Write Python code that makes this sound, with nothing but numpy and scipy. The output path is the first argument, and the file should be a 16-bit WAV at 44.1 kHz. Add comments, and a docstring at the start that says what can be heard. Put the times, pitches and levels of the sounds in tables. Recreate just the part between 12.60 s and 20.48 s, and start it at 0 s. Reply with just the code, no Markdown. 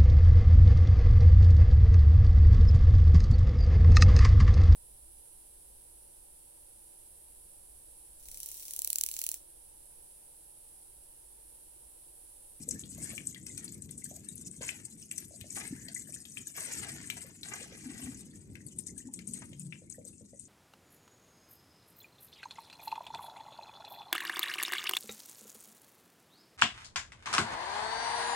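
"""Rainwater drips from downpipes onto wet concrete, mud and puddles, close to a hand-held camera.
Each drop is a damped ring with a wet crack: small ones tick, fat ones splat, dull ones plop, and trapped
bubbles sing. Behind them sit a fine spatter, steps scuffing wet grit, one heel thud, soft handling bumps
and a low rumble. The house wall gives each drop a short answer; the top end leans well to the left."""
import sys
import numpy as np
from scipy import signal
from scipy.fft import rfft, irfft, next_fast_len
from scipy.io import wavfile
from scipy.ndimage import uniform_filter1d, map_coordinates

SR = 44100
rng = np.random.default_rng(int(sys.argv[2]) if len(sys.argv) > 2 else 0)


def bounce(signal):
    """Save signal as a 16-bit WAV file at the path given by the first command-line argument."""
    frames = np.transpose(np.atleast_2d(signal))
    limited = np.clip(frames, -1, 1)
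    pcm = np.round(limited * 32767).astype(np.int16)
    wavfile.write(sys.argv[1], SR, pcm)


N = 347508

# fader ride of the outdoor rumble: (time [s], level [dB])
RUMBLE_RIDE = [(0.0, -49), (2.43, -56.5), (3.03, -54), (3.95, -60), (4.21, -51.5), (4.87, -56.5),
               (5.48, -51), (5.66, -53), (6.7, -52.5), (7.4, -58.5)]
# rumble EQ: (frequency [Hz], gain [dB])
RUMBLE_EQ = [(38, -22.5), (62, -3), (100, 1), (230, 1.5), (330, -4), (450, -15.5), (700, -33.5),
             (1200, -41), (3000, -68)]
# hollow swells in the rumble: (crest time [s], level [dB], pitch [Hz], half length [s])
RUMBLE_SWELLS = [(5.282, -44.5, 277.5, 0.042), (5.478, -44.5, 265, 0.085), (6.485, -48, 256.5, 0.036),
                 (6.666, -49.5, 203.2, 0.14), (7.062, -46, 165, 0.1)]
# the hand knocking the camera: (time [s], level [dB], pitch [Hz])
HAND_BUMPS = [(2.816, -41, 102), (3.106, -35, 175), (3.124, -31, 263)]
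# steps on wet grit: (time [s], crunch level [dB], spatter level [dB], rise [s], hold [s], fall [dB/s])
FOOTSTEPS = [(0.338, -57.5, -47, 0.14, 0.024, 115), (0.937, -64, -77, 0.098, 0.02, 152),
             (2.004, -57, -47.5, 0.014, 0.075, 99), (2.951, -55.5, -49, 0.0067, 0.06, 89),
             (3.935, -53.5, -47.5, 0.04, 0.26, 34.5), (4.564, -59.5, -53, 0.0077, 0.011, 149),
             (4.823, -56, -55, 0.03, 0.13, 27.5), (5.224, -61, -53, 0.08, 0.18, 109),
             (6.727, -68, -53, 0.026, 0.07, 113)]
# scrape lingering after a step: (time [s], level [dB], rise [s], hold [s], fall [dB/s])
SCRAPES = [(3.12, -61.5, 0.016, 0.1, 44)]
# the sole biting into grit: (time [s], level [dB])
HEEL_BITES = [(2.02, -46.5), (2.97, -43.5), (3.975, -45.5), (4.915, -48), (4.933, -44.5), (6.819, -49.5)]
# heel bite EQ: (frequency [Hz], gain [dB])
HEEL_EQ = [(250, -16), (550, -2), (2300, 0), (4000, -15), (12000, -35)]
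# crushed grit EQ: (frequency [Hz], gain [dB])
GRIT_EQ = [(200, -20), (420, 3), (700, -27), (1100, -42), (1400, -6), (2100, 7), (3600, -2.5), (5000, 1),
           (7800, -1), (11000, -49)]
# squeezed mud EQ: (frequency [Hz], gain [dB])
MUD_EQ = [(250, -20), (600, 1.5), (1100, -4.5), (1800, 9.0), (3500, -15.5)]
# fader ride of the trickle, fainter once the camera tilts up the wall: (time [s], level [dB])
TRICKLE_RIDE = [(0, -56), (1.1, -59), (1.26, -66), (1.5, -57), (2.35, -60), (3.3, -57.5), (3.85, -53.5),
                (4.75, -62), (5.6, -57.5), (5.85, -66)]
# fine spatter EQ: (frequency [Hz], gain [dB])
SPATTER_EQ = [(1200, -36), (3800, -22.5), (5200, -19), (6400, -10), (7400, -7.5), (8200, -2.5),
              (9200, -10.5), (10300, -19.5), (14200, -27.5)]
# EQ of a drop's wet crack: (frequency [Hz], gain [dB])
CRACK_EQ = [(600, -60), (1300, -10.5), (2200, 6), (3700, -1), (5500, 1), (10500, 0), (14000, -6)]
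# imbalance of the microphones: (frequency [Hz], left over right [dB])
MIC_BALANCE = [(500, 2), (1300, 12), (2400, 7.5), (4400, 1), (6200, -6), (8200, 12), (10000, 31)]
# bubbles trapped in a puddle: (time [s], level [dB], pitch [Hz])
PUDDLE_BUBBLES = [(0.76, -43.5, 1930), (1.42, -53, 2040), (1.6885, -45.5, 3700), (3.2834, -45.5, 1900),
                  (3.3622, -36.5, 1980), (3.472, -54, 1690), (3.5294, -51.5, 2370), (3.5626, -47.5, 1730),
                  (6.005, -52.5, 1830), (6.403, -53.5, 1860)]
# hollow plops, dull drips and one heel thud (the loudest): (time [s], relative level [dB], pitch [Hz])
HOLLOW_PLOPS = [(0.08, -42.5, 480), (0.381, -45, 604), (0.532, -45.5, 586), (1.512, -42, 626),
                (1.569, -50, 640), (2.009, -37, 516), (2.708, -48, 600), (2.737, -49.5, 600),
                (2.841, -47, 610), (3.285, -50.5, 630), (3.49, -50.5, 610), (4.645, -47, 507),
                (5.014, -43, 503), (5.121, -44, 506), (6.486, -54, 860), (6.925, -53, 554),
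                (7.219, -49.5, 506), (7.382, -39.5, 516), (7.45, -47.5, 500), (7.609, -49, 501),
                (7.732, -44, 545)]
# fat drops that splat: (time [s], relative level [dB], pitch [Hz], relative crack level [dB])
FAT_DROPS = [(0.111, -31.5, 5650, -27), (0.2366, -42.5, 3340, -31), (0.579, -30, 2370, -15),
             (0.746, -37.5, 3360, -11), (0.8655, -36, 5360, -10), (0.977, -36.5, 4350, 0),
             (1.0797, -38, 4430, -20), (1.292, -45.5, 3300, -6), (2.0907, -25, 2260, -22),
             (2.5127, -34.5, 2370, -6), (2.582, -31, 5930, -13), (2.811, -36.5, 2880, -8),
             (3.284, -35, 4280, -12), (3.653, -39, 3460, -10), (3.7714, -31.5, 2440, -23),
             (4.5007, -23.5, 2990, -1.5), (4.8318, -31.5, 3710, -14), (5.954, -39, 2130, -17),
             (6.5903, -37, 2220, -4), (6.9316, -45, 2880, -4), (7.1243, -36, 2330, -32)]
# close small drops on hard ground: (time [s], relative level [dB], pitch [Hz], relative pan left [dB])
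SMALL_DROPS = [(0.089, -23, 8270, 1), (0.11, -25.5, 7940, 10), (0.194, -33, 7600, 0),
               (0.6713, -22, 8220, 2), (0.867, -33.5, 8160, 8), (0.978, -31, 8100, 11),
               (1.045, -32.5, 9400, 10), (1.123, -36.5, 7800, 5), (1.2215, -35, 8350, 25),
               (1.3107, -34.5, 8270, 14), (1.3794, -34, 8200, 3), (1.4421, -29.5, 8600, 8),
               (1.6876, -30, 8600, 4), (1.756, -36.5, 10060, 10), (1.913, -39, 8450, 29),
               (2.0316, -32.5, 6850, -6), (2.252, -34.5, 8640, 16), (2.426, -41.5, 5940, -10),
               (2.5136, -26.5, 8300, -2), (2.58, -26, 8400, 12), (2.9052, -32.5, 7230, 15),
               (2.949, -35.5, 8850, 12), (3.3491, -26.5, 8400, 4), (3.397, -31.5, 8100, 3),
               (3.5235, -36.5, 8700, 4), (3.871, -31.5, 8750, 10), (4.135, -30.5, 6800, -8),
               (4.474, -34.5, 8400, 2), (4.8858, -36, 7300, -9), (4.9379, -30.5, 6950, -16),
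               (6.066, -35.5, 9800, 11), (6.1883, -26, 9100, 16), (6.2688, -32, 8200, 12),
               (6.379, -35, 8740, 11), (6.5387, -30, 8460, 1), (6.675, -30, 8600, 6),
               (6.7363, -28.5, 8280, 9), (6.996, -33, 8940, 7), (7.3, -35.5, 8200, 28),
               (7.3246, -36.5, 6800, 4), (7.451, -38.5, 7840, 9), (7.796, -36.5, 8320, 22)]

BUBBLE_GLIDE = 0.011  # a bubble bends up in pitch as it surfaces


def amp(db):
    return 10 ** (np.asarray(db) / 20)


def unit(x):
    return x / np.sqrt(np.mean(x ** 2) + 1e-20)


def along(points, hz):
    """Read (frequency [Hz], value) points on a log axis."""
    freqs, values = np.transpose(points)
    return np.interp(np.log(hz + 1), np.log(freqs + 1), values)


def ride(points):
    """A fader level for every sample, from (time [s], level [dB]) points."""
    return np.interp(np.arange(N) / SR, *np.transpose(points))


def bursts(rows):
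    """Power sum of envelopes: (time [s], level [dB], rise [s], hold [s], fall [dB/s])."""
    start, db, rise, hold, fall = np.transpose(rows)[:, :, None]
    t = np.arange(0, N, 64) / SR
    attack = np.clip((t - start) / rise, 0, 1)
    decay = amp(db - fall * np.maximum(t - start - rise - hold, 0))
    return np.interp(np.arange(N) / SR, t, np.linalg.norm(attack * decay, axis=0))


def wobble(rate):
    """Smooth random modulation, rate knots a second."""
    return map_coordinates(rng.standard_normal(int(N * rate / SR) + 4), [np.arange(N) * rate / SR])


def filtered(x, response):
    """Shape x with a frequency response."""
    n = x.shape[-1]
    padded = next_fast_len(n + 4096)
    return irfft(rfft(x, padded) * response(np.fft.rfftfreq(padded, 1 / SR)), padded)[..., :n]


def pan(left_db):
    """Left and right gains whose mean is 1."""
    gains = amp(np.array([left_db, -left_db]) / 2).reshape(2, -1)
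    return gains / gains.mean(0)


def add(track, start, sound):
    """Mix a stereo sound in at start seconds."""
    i = int(np.clip(round(start * SR), 0, N - 1))
    track[:, i:i + sound.shape[1]] += sound[:, :N - i]


def noise(shared):
    """White stereo noise with a share common to both sides."""
    return np.sqrt(shared) * rng.standard_normal(N) + np.sqrt(1 - shared) * rng.standard_normal((2, N))


def grains(rate, spread_db, scatter_db):
    """Clicks of random timing, size and pan."""
    clicks = (rng.random(N) < rate / SR) * rng.choice([-1, 1], N)
    size = amp(spread_db * np.clip(rng.standard_normal(N), -2, 2))
    return unit(clicks * size * amp(scatter_db * rng.standard_normal((2, N))))


def coloured(x, eq):
    """Apply an EQ and the microphones' imbalance; the mid comes out at rms 1."""
    shaped = filtered(x, lambda hz: amp(along(eq, hz)) * pan(along(MIC_BALANCE, hz)))
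    return shaped / np.std(shaped.mean(0))


def patchy(x, depth_db):
    """Shift the colour in small patches of time and pitch."""
    spectrum = signal.stft(x, nperseg=256)[2]
    patches = uniform_filter1d(rng.standard_normal(spectrum.shape[1:]), size=5, axis=0)
    patches = uniform_filter1d(patches, size=9, axis=1)
    return signal.istft(spectrum * amp(depth_db * unit(patches)), nperseg=256)[1][:, :N]


def ping(t, hz, rise, glide=0):
    """A heavily damped ring that peaks after rise seconds and may glide upwards."""
    age = np.maximum(t, 0) / rise
    return age ** 2 * np.exp(2 - 2 * age) * np.sin(2 * np.pi * hz * t * (1 + glide * age))


def wall(sound, near_db, far_db):
    """Spread a sound to stereo with quick scatter off the ground and a longer answer from the wall."""
    t = np.arange(SR // 4) / SR
    response = np.zeros((2, len(t)))
    for db, t60 in [(near_db, .035), (far_db, .21)]:
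        tail = rng.standard_normal(response.shape) * amp(-60 * t / t60) * (1 - np.exp(-t / 0.0053))
        response += amp(db) * tail / np.linalg.norm(tail[0])
    response[:, 0] += 1
    return signal.fftconvolve(sound[None], response, axes=1)


def ground_echo(x, echo_db=-6.5, delay_s=.0021, drift=0.203):
    """The bounce off the ground combs the sound; its delay drifts as the camera moves."""
    delay = delay_s * SR * np.exp(drift * wobble(2))
    echo = np.array([map_coordinates(side, [np.arange(N) - delay]) for side in x])
    return (x + amp(echo_db) * echo) / np.hypot(1, amp(echo_db))


def tilt_away(x, start_s=4.86, loss_db_per_s=3.143, edge_hz=10800):
    """The top end fades as the microphones tilt up, away from the ground."""
    top = filtered(x, lambda hz: 1 - 1 / (1 + (hz / edge_hz) ** 20))
    elapsed = np.maximum(np.arange(N) / SR - start_s, 0)
    return x - top * (1 - amp(-loss_db_per_s * elapsed))


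def shower(rate, centre_hz, octaves, cycles, spread_db):
    """A cloud of distant pings of random timing, pitch and size, at rms 1."""
    when, pitch, size = rng.random((max(1, int(rate * N / SR)), 3)).T[:, :, None]
    hz = centre_hz * 2 ** (octaves * (2 * pitch - 1))
    offsets = np.arange(SR // 40)
    pings = amp(spread_db * size ** 2) * ping(offsets / SR, hz, cycles / hz)
    positions = (when * N).astype(int) + offsets
    mono = np.bincount(positions.ravel(), pings.ravel(), N)[:N]
    return unit(wall(mono, near_db=-2, far_db=-5)[:, :N])


def rumble():
    """A low, uneven outdoor bed with narrow, hollow swells rising and falling in it."""
    t = np.arange(N) / SR
    out = amp(ride(RUMBLE_RIDE) + 2.28 * wobble(25)) * coloured(noise(shared=0.87), RUMBLE_EQ)
    waver = unit(wobble(80)) + 1j * unit(wobble(80))
    for crest, db, hz, half_length in RUMBLE_SWELLS:
        swell = np.exp(-((t - crest) / half_length) ** 2)
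        band = (waver * np.exp(2j * np.pi * hz * t)).real
        out += amp(db) * pan(3.5) * swell * band
    return out


def bumps():
    """The hand knocks softly on the camera's body."""
    out, t = np.zeros((2, N)), np.arange(SR // 8) / SR
    for start, db, hz in HAND_BUMPS:
        add(out, start, amp(db) * pan(2.5) * ping(t, hz, rise=0.0057))
    return out


def scrape():
    """A faint, broken scrape: stones rub and ring in one narrow band."""
    return bursts(SCRAPES) * pan(7) * shower(rate=140, centre_hz=1800, octaves=.2, cycles=4, spread_db=8)


def heels(rise_s=.0015, hold_s=0.0042, fall_db_per_s=650):
    """Grit breaks under the sole in a sudden clump of coarse grains."""
    press = bursts([(start, db, rise_s, hold_s, fall_db_per_s) for start, db in HEEL_BITES])
    return press * coloured(grains(rate=1800, spread_db=0.5, scatter_db=2.5), HEEL_EQ)


def grit(firm_step_db=-51, scatter_rise_s=0.00025, scatter_fall_db_per_s=125):
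    """Wet grit crunches under steps, scatters from each splat and patters dully under the trickle."""
    steps = [(start, db, rise, hold, fall) for start, db, _, rise, hold, fall in FOOTSTEPS]
    scatter = [(start, db - 34.5, scatter_rise_s, 0, scatter_fall_db_per_s)
               for start, db, *_ in FAT_DROPS]
    patter = amp(ride(TRICKLE_RIDE) - 21)
    scuff_db = 20 * np.log10(np.hypot(bursts(steps + scatter), patter))
    crunch = noise(shared=.35) + amp(-2) * grains(rate=300, spread_db=5, scatter_db=3)
    crunch = patchy(crunch, depth_db=2.5)
    crumble = amp(2.4 * wobble(70))
    # a firm step squeezes the mud: the squelch grows faster than the crunch
    squelch = amp(-6 + 0.52 * (scuff_db - firm_step_db)) * coloured(crunch, MUD_EQ)
    stones = amp(-9) * pan(8) * shower(rate=190, centre_hz=1300, octaves=1.1, cycles=1.6, spread_db=8)
    return amp(scuff_db + 2.5) * crumble * (coloured(crunch, GRIT_EQ) + squelch + stones)


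def spray_envelope(typical_tick_db=-28, rise_s=0.00025, hold_s=0.017, fall_db_per_s=216):
    """Steps and ticks throw up spray over the steady trickle; louder ticks throw more."""
    # a step's spray dies faster than its crunch
    steps = [(start, db, rise, hold, 1.2 * fall) for start, _, db, rise, hold, fall in FOOTSTEPS]
    thrown = [(start, -53 + 0.46 * (db - typical_tick_db), rise_s, hold_s, fall_db_per_s)
              for start, db, *_ in SMALL_DROPS]
    return np.hypot(bursts(steps + thrown), amp(ride(TRICKLE_RIDE)))


def spatter():
    """Countless droplets merge into a fluttering hiss, with single pings poking through."""
    fizz = noise(shared=.5) + amp(-4) * grains(rate=400, spread_db=5, scatter_db=3)
    fizz = patchy(fizz, depth_db=3.5)
    flutter = amp(4.5 * wobble(55))
    hiss = amp(1) * flutter * coloured(fizz, SPATTER_EQ)
    droplets = pan(5.5) * shower(rate=50, centre_hz=8090, octaves=0.35, cycles=2.13, spread_db=14.5)
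    taps = shower(rate=16, centre_hz=3100, octaves=0.9, cycles=4.5, spread_db=12)
    prickle = pan(11.5) * shower(rate=21, centre_hz=11800, octaves=0.16, cycles=3.3, spread_db=16)
    return spray_envelope() * (hiss + amp(-2.5) * droplets + amp(-15) * taps + amp(-12) * prickle)


def bubbles():
    """Bubbles trapped in a puddle ring with a round, slightly rising note."""
    out, t = np.zeros((2, N)), np.arange(SR // 20) / SR
    for start, db, hz in PUDDLE_BUBBLES:
        note = ping(t, hz, rise=0.0017, glide=BUBBLE_GLIDE)
        add(out, start, amp(db) * pan(along(MIC_BALANCE, hz)) * wall(note, near_db=-2.5, far_db=-6.5))
    return out


def crack(t, hz, cavity_db=2, cavity_octaves=0.2):
    """A wet snap of noise; the drop's cavity favours the band around its own pitch."""
    envelope = np.minimum(t / .0006, 1) * (amp(-60 * t / .011) + amp(-20 - 60 * t / .06))
    burst = rng.standard_normal(len(t)) * envelope
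    cavity = lambda f: cavity_db * (np.exp(-(np.log2((f + 1) / hz) / cavity_octaves) ** 2) - 1)
    return filtered(burst, lambda f: amp(along(CRACK_EQ, f) + cavity(f)))


def drop(hz, rise, crack_db, bounce_db, bounce_s, octaves, glide=0):
    """One impact of peak 1: a ping, a crack and three droplets falling back, detuned by up to octaves."""
    t = np.arange(SR // 20) / SR
    hit = ping(t, hz, rise, glide)
    for late, detune, size in rng.random((3, 3)):
        droplet = ping(t - 2 * rise - late * bounce_s, hz * 2 ** (octaves * detune), rise, glide)
        hit += amp(bounce_db) * size * droplet
    hit += amp(crack_db) * crack(t, hz)
    return hit / np.abs(hit).max()


def cluster(hz, rise, span_s, count=12):
    """Tiny droplets land around a drop, thinning out and fading over the span."""
    t = np.arange(SR // 16) / SR
    late, detune, size = rng.random((count, 3)).T[:, :, None]
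    pings = ping(t - late ** 2 * span_s, hz * 1.396 ** (2 * detune - 1), rise)
    return (amp(-8 * size - 10 * late) * pings).sum(0)


def plops():
    """Hollow plops that ring for a few cycles: dull drips and one heel thud."""
    out = np.zeros((2, N))
    for start, db, hz in HOLLOW_PLOPS:
        hit = drop(hz, rise=0.003, crack_db=-26, bounce_db=-11.5, bounce_s=0.0121, octaves=0.22)
        add(out, start, amp(db - 2.5) * pan(2) * wall(hit, near_db=-24, far_db=-4.5))
    return out


def splats():
    """Fat drops slap with a short crack, ring below the ticks and leave a tail of droplets."""
    out = np.zeros((2, N))
    for start, db, hz, crack_db in FAT_DROPS:
        hit = drop(hz, rise=0.0007, crack_db=crack_db + 13, bounce_db=-6, bounce_s=0.006,
                   octaves=0.53, glide=BUBBLE_GLIDE)
        splash = amp(-16.5) * cluster(hz, rise=0.0013, span_s=0.037)
        splash[:len(hit)] += hit
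        heard = wall(splash, near_db=-13.5, far_db=-10)
        add(out, start, amp(db + 4) * pan(along(MIC_BALANCE, hz) + 5.5) * heard)
    return out


def ticks(lead_s=.004, trail_s=.022):
    """Small drops burst with a tight, high ring; droplets land just before and after."""
    out = np.zeros((2, N))
    for start, db, hz, pan_db in SMALL_DROPS:
        hit = drop(hz, rise=0.00047, crack_db=-25, bounce_db=-9.5, bounce_s=0.0084, octaves=-0.33)
        splash = amp(-13) * cluster(hz, rise=0.0004, span_s=lead_s + trail_s)
        splash[round(lead_s * SR):][:len(hit)] += hit
        heard = wall(splash, near_db=-14, far_db=-17)
        add(out, start - lead_s, amp(db + 5) * pan(pan_db + 6) * heard)
    return out


def scene(left_lead_s=.00015):
    """The mix: water and steps reach the left microphone first, over the bumps and the rumble."""
    ground = ground_echo(ticks() + splats() + spatter() + grit() + heels())
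    foreground = tilt_away(ground + bubbles() + plops() + scrape())
    placed = filtered(foreground, lambda hz: np.exp(1j * np.pi * hz * left_lead_s * np.array([[1], [-1]])))
    return placed + bumps() + rumble()


def record(dry, top_hz=14700):
    """The camera's band limit is a brick-wall high cut."""
    return filtered(dry, lambda hz: 1 / np.sqrt(1 + (hz / top_hz) ** 120))


dry = scene()
out = record(dry)
bounce(out)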